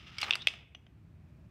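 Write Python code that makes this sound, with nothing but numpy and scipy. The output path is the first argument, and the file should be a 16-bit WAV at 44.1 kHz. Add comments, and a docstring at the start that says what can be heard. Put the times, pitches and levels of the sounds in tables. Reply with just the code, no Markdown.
"""A marble clacks and rattles along a plastic track on a table in a small room.
Each hit on a tile or rail joint rings the plastic; tiny bumps under the marble make the fine rattle
and a hollow rumble. The rails sing softly as it rolls, and it settles with two faint ticks.
The room rings briefly after each clack. A faint whirr comes up late, and a low hum underneath
swells a little at the end."""
import sys
import numpy as np
from scipy import signal
from scipy.fft import rfft, irfft
from scipy.io import wavfile

SR = 44100
rng = np.random.default_rng(int(sys.argv[2]) if len(sys.argv) > 2 else 0)


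def master_out(mix):
    """Clip the mix to full scale and print it as 16-bit PCM to the path in sys.argv[1]."""
    frames = np.transpose(np.atleast_2d(mix))
    ceiling = np.clip(frames, -1, 1)
    pcm = np.round(ceiling * 32767).astype(np.int16)
    wavfile.write(sys.argv[1], SR, pcm)


N = 66150
TIME = np.arange(N) / SR
WAVER_HZ = 22.2   # the whirr and the hum flutter in level below this rate


def clacks():
    """The marble hits joints and walls, each with its own ring and hardness."""
    # t/s, ring t60/s, hollow f/Hz, main f/Hz, upper f/Hz, upper resonance gain/dB,
    # then knock, clack, edge and tick level/dB (energy spread over 10 ms)
    hits = [(0.0667, 0.064, 1233, 2806, 3600, 7, -67.5, -52.5, -65, -95.5),
            (0.183, 0.027, 1327, 2227, 5070, 12, -49.5, -39.5, -41.5, -57),
            (0.2025, 0.033, 1250, 2290, 5030, 0.5, -59, -48, -59.5, -63),
            (.214, 0.023, 1470, 3080, 4730, 11.5, -53, -45, -39, -49.5),
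            (0.2179, 0.011, 1340, 2880, 3316, 8, -55.5, -35.5, -51.5, -55),
            (0.229, 0.023, 828, 2636, 4140, 14.5, -34.5, -34.5, -39, -62),
            (0.2374, 0.026, 1183, 2490, 4126, 3.5, -54.5, -44.5, -56.5, -57.5),
            (0.282, .012, 1094, 2504, 4160, 3, -48.5, -48, -65, -80.5),
            (.2945, .02, 1195, 2697, 5110, 3, -65, -59.5, -66.5, -64.5),
            (0.3072, 0.012, 1604, 2702, 3572, 13.5, -39.5, -22.5, -39.5, -53),
            (0.3253, .006, 998.5, 2670, 3400, -1, -56.5, -35, -60, -81),
            (0.3341, .011, 1274, 2753, 3510, -2, -54, -30, -51, -76.5),
            (.3418, .012, 1590, 2707, 3680, -4, -60.5, -38.5, -68, -81),
            (0.3537, 0.018, 1204, 2840, 4636, 12.5, -39.5, -37.5, -40.5, -50),
            (0.4198, 0.011, 1180, 3850, 3920, 7.5, -68.5, -49.5, -53.5, -81.5),
            (0.4709, 0.011, 601, 2596, 3440, 3.5, -37, -21, -38.5, -45),
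            (0.4827, 0.02, 1290, 2744, 3910, 8, -57.5, -35.5, -46.5, -65.5),
            (0.5363, 0.044, 683, 2950, 5230, 14, -54.5, -49, -72, -73.5),
            (0.7479, 0.021, 683, 2867, 5960, 16, -59, -47.5, -64.5, -81),
            (0.8652, 0.022, 675, 3100, 5950, 6, -65.5, -63.5, -87, -100)]
    out = np.zeros(N)
    for s, t60, hollow_hz, main_hz, upper_hz, upper_db, *levels_db in hits:
        add(out, s, clack(t60, hollow_hz, main_hz, upper_hz, upper_db, levels_db))
    return out


def clack(t60, hollow_hz, main_hz, upper_hz, upper_db, levels_db):
    """One contact snaps and rings the struck part and the track; hardness sets each register's level."""
    # modes of the plastic track: f/Hz, gain/dB, ring time as a multiple of the clack's
    track_modes = [(650, -4, 0.57), (1224, 4.5, 0.57), (1409, -5, 0.72), (2345, -5.5, 0.23), (2816, 2, 1.0),
                   (3230, -1.5, 1.2), (3780, -6, 0.68), (4230, -12, 0.21), (5030, 3, 1.2),
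                   (5980, -16.5, 1.6), (8600, -7.5, 0.5), (13600, -19, .7)]
    # knock, clack, edge and tick registers: low f/Hz, high f/Hz
    registers = [(520, 2330), (2180, 3705), (4050, 6105), (7500, 17000)]
    build_up_s, attack_s, snap_t60, scatter_db = 0.000077, 0.00057, 0.007, 2.5
    t = TIME[:SR // 10]
    part_modes = [(hollow_hz, 3), (main_hz, 10.5), (upper_hz, upper_db)]   # f/Hz, gain/dB
    struck_part = sum(from_db(db) * np.sin(2 * np.pi * hz * t) for hz, db in part_modes)
    ring = struck_part * decay(t, t60) * (1 - np.exp(-t / build_up_s))
    for hz, db, length in track_modes:
        strength = from_db(db - scatter_db * rng.standard_normal()) * rng.choice([-1, 1])
        ring += strength * np.sin(2 * np.pi * hz * t) * decay(t, t60 * length)
    noise = band(rng.standard_normal(len(t)), 1390, 6000)
    weak_modes = from_db(15) * noise * decay(t, t60)
    snap = from_db(10) * noise * decay(t, snap_t60)
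    ring = (ring + weak_modes + snap) * (1 - np.exp(-t / attack_s))
    voiced = sum(from_db(db) * rms_one(band(ring, low, high, order=4))
                 for (low, high), db in zip(registers, levels_db))
    return np.sqrt(1 / 10) * voiced   # 10 ms worth of energy in a 100 ms sound


def rolling():
    """Dense tiny bumps under the marble make the track rattle and its hollow tiles rumble."""
    # course of the roll: t/s, rattle level/dB, rumble level/dB
    levels = [(0, -58.5, -68.5), (.06, -62.5, -70.5), (.08, -55, -66), (.11, -57.5, -68.5),
              (.18, -55, -65.5), (.222, -44, -57.5), (.24, -38.5, -45), (.272, -50, -49.5), (.29, -50, -44),
              (.32, -51.5, -52.5), (.36, -56.5, -52.5), (.385, -58.5, -60.5), (.425, -59, -63.5),
              (.46, -63, -65), (.5, -51.5, -61.5), (.55, -58.5, -66.5), (.62, -68.5, -72),
              (.72, -100, -100)]
    # colour of the track's rattle: f/Hz, level/dB
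    rattle = [(1200, -21.5), (1900, -1.5), (2350, -1.5), (2800, 5), (3600, 0.5), (4400, -10), (5100, -4.5),
              (6000, -14), (7000, -22.5), (10000, -35), (14500, -40.5)]
    # colour of the tiles' rumble: f/Hz, level/dB
    rumble = [(150, -16.5), (350, -10), (550, -11.5), (850, -4), (1050, -7.5), (1300, -3), (1600, -9.5),
              (2200, -6), (4000, -42.5)]
    bumps_per_s, spread_db = 2000, 1.5
    sizes = from_db(spread_db * np.minimum(rng.exponential(1, N), 4)) * rng.choice([-1, 1], N)
    bumps = sizes * (rng.random(N) < bumps_per_s / SR)
    rattle_db, rumble_db = in_time(levels)
    return from_db(rattle_db) * coloured(bumps, rattle) + from_db(rumble_db) * coloured(bumps, rumble)


def rail_rub():
    """The marble rubs a rail: a short swell of friction in one narrow, slightly rising resonance."""
    peak_s, width_s, peak_db, rise_hz_per_s = .417, .015, -48.5, 8100
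    t = TIME - peak_s
    swell = from_db(peak_db) * np.exp(-.5 * (t / width_s) ** 2)
    return swell * resonance(3656 + rise_hz_per_s * t, band_hz=330)


def rail_song():
    """Rolling keeps one wavering resonance of the rails sounding until the marble leaves them."""
    # the rails' soft note: t/s, f/Hz, level/dB
    song = [(.06, 1210, -72.5), (.11, 1330, -62.5), (.14, 1260, -69), (.175, 1330, -61), (.22, 1330, -54.5),
            (.3, 1330, -110)]
    hz, db = in_time(song)
    return from_db(db) * resonance(hz, band_hz=190)


def rail_taps():
    """Two light taps of the marble leave the steel rail ringing thinly."""
    # taps on the rail: t/s, level/dB
    taps = [(0.7491, -61.5), (0.8666, -76)]
    # modes of the rail: f/Hz, gain/dB, t60/s
    modes = [(3230, -4, 0.15), (6200, -1, 0.03)]
    out, t = np.zeros(N), TIME[:SR // 4]
    ping = sum(from_db(db) * np.sin(2 * np.pi * hz * t) * decay(t, t60) for hz, db, t60 in modes)
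    for s, db in taps:
        add(out, s, from_db(db) * ping)
    return out


def room(x):
    """Quick scatter from the table and tiles, then a diffuse tail that dies faster in the treble."""
    # the room's tail: f/Hz, level/dB, t60/s
    tail = [(300, 0.5, .75), (480, -9, 0.8), (802, -20.5, 0.435), (1500, -19, .5), (2550, -22, 0.79),
            (3320, -16, 0.41), (4600, -23.5, .42), (7900, -5, 0.17), (10600, -22, 0.29), (15000, -23, .2)]
    early_db, early_t60, fade_in_s = -17.5, .07, .005
    t, edges_hz = TIME[:SR * 3 // 4], np.geomspace(250, 16000, 13)
    early = from_db(early_db) * rms_one(decay(t, early_t60))
    white, response = rng.standard_normal((2, len(t))), 0
    for k, (low, high) in enumerate(zip(edges_hz, edges_hz[1:])):
        hz = np.sqrt(low * high)
        late = from_db(at_hz(tail, hz)) * rms_one(decay(t, at_hz(tail, hz, column=2)))
        response += band(white[k % 2], low, high) * np.hypot(late, early)
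    response *= (1 - np.exp(-(t / fade_in_s) ** 2)) / np.sqrt(len(t))
    return signal.fftconvolve(x, response)[:N]


def whirr():
    """A faint, wavering whirr comes up near the end, and the table thrums under it."""
    # the whirr's rise: t/s, level/dB
    levels = [(.85, -87.5), (1.1, -79.5), (1.23, -78.5), (1.3, -76.5), (1.5, -77)]
    # colour of the whirr: f/Hz, level/dB
    colour = [(450, -19.5), (600, 11), (720, -5.5), (1200, -2), (1900, -9.5), (2200, -5), (2470, 1),
              (2850, -14.5), (5500, -17.5), (9500, -26.5)]
    thrum_above_db, waver_db = 19, 1.35
    db, = in_time(levels)
    thrum = from_db(thrum_above_db) * resonance(np.full(N, 130), band_hz=73)
    gain = from_db(db + waver_db * slow_noise(WAVER_HZ))
    return gain * (coloured(rng.standard_normal(N), colour) + thrum)


def room_tone():
    """A low room hum drifts in level under a steady faint hiss."""
    # colour of hum and hiss together: f/Hz, level/dB
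    colour = [(22, -31.5), (38, -15.5), (55, -1), (90, 0.5), (150, -5), (250, -13), (340, -14.5),
              (440, -23.5), (600, -28), (800, -26.5), (1100, -30.5), (1800, -32), (2500, -35.5),
              (4300, -43.5), (6500, -49.5), (8300, -49.5), (11000, -55), (14000, -51), (15500, -62)]
    # the hum's drift: t/s, level/dB
    levels = [(0, -55.5), (.45, -58), (.58, -58.5), (.69, -62.5), (.85, -57.5), (1.0, -57.5), (1.12, -56.5),
              (1.26, -60), (1.31, -54.5), (1.42, -54.5), (1.5, -60.5)]
    crossover_hz, hiss_gain_db, waver_db = 443.7, -59.5, 0.96
    noise = coloured(rng.standard_normal(N), colour)
    hum = signal.sosfiltfilt(signal.butter(2, crossover_hz, fs=SR, output="sos"), noise)
    hiss = noise - hum
    hum_db, = in_time(levels)
    return from_db(hum_db + waver_db * slow_noise(WAVER_HZ)) * hum + from_db(hiss_gain_db) * hiss


def resonance(hz, band_hz):
    """Noise in one narrow resonance whose centre may move; rms 1."""
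    phase = 2 * np.pi * np.cumsum(hz) / SR
    return rms_one(slow_noise(band_hz / 2) * np.cos(phase) + slow_noise(band_hz / 2) * np.sin(phase))


def slow_noise(hz):
    """Random wandering below hz; rms 1."""
    noise = signal.sosfilt(signal.butter(2, hz, fs=SR, output="sos"), rng.standard_normal(2 * N))
    return rms_one(noise[N:])


def coloured(x, spectrum):
    """Give a steady signal a spectrum; rms 1."""
    hz = np.arange(N // 2 + 1) * SR / N
    return rms_one(irfft(rfft(x) * from_db(at_hz(spectrum, hz)), N))


def band(x, low_hz, high_hz, order=2):
    """Causal band-pass."""
    return signal.sosfilt(signal.butter(order, [low_hz, high_hz], "band", fs=SR, output="sos"), x)


def decay(t, t60):
    """A fall of 60 dB in t60 seconds."""
    return np.exp(-np.log(1000) * t / t60)


def from_db(db):
    """Decibels to gain."""
    return 10 ** (np.asarray(db) / 20)


def rms_one(x):
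    """Scale to unit rms."""
    return x / np.sqrt(np.mean(x ** 2) + 1e-20)


def in_time(rows):
    """The columns of a curve at every sample."""
    s, *columns = np.transpose(rows)
    return [np.interp(TIME, s, c) for c in columns]


def at_hz(points, hz, column=1):
    """Read a column of a table along log frequency."""
    table = np.array(points)
    return np.interp(np.log(np.maximum(hz, 1)), np.log(table[:, 0]), table[:, column])


def add(out, s, sound):
    """Mix a sound in at time s."""
    start = int(s * SR)
    out[start:start + len(sound)] += sound[:N - start]


def scene():
    """The marble and the room's answer over room tone and whirr, in mono."""
    marble = clacks() + rolling() + rail_rub() + rail_song() + rail_taps()
    return (marble + room(marble) + room_tone() + whirr())[None]


def record(dry):
    """The deepest bass and the top are cut steeply."""
    low_cut_hz, stopband_hz = 42, 16500
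    dry = signal.sosfilt(signal.butter(4, low_cut_hz, "high", fs=SR, output="sos"), dry)
    return signal.sosfilt(signal.cheby2(14, 60, stopband_hz, fs=SR, output="sos"), dry)


dry = scene()
out = record(dry)
master_out(out)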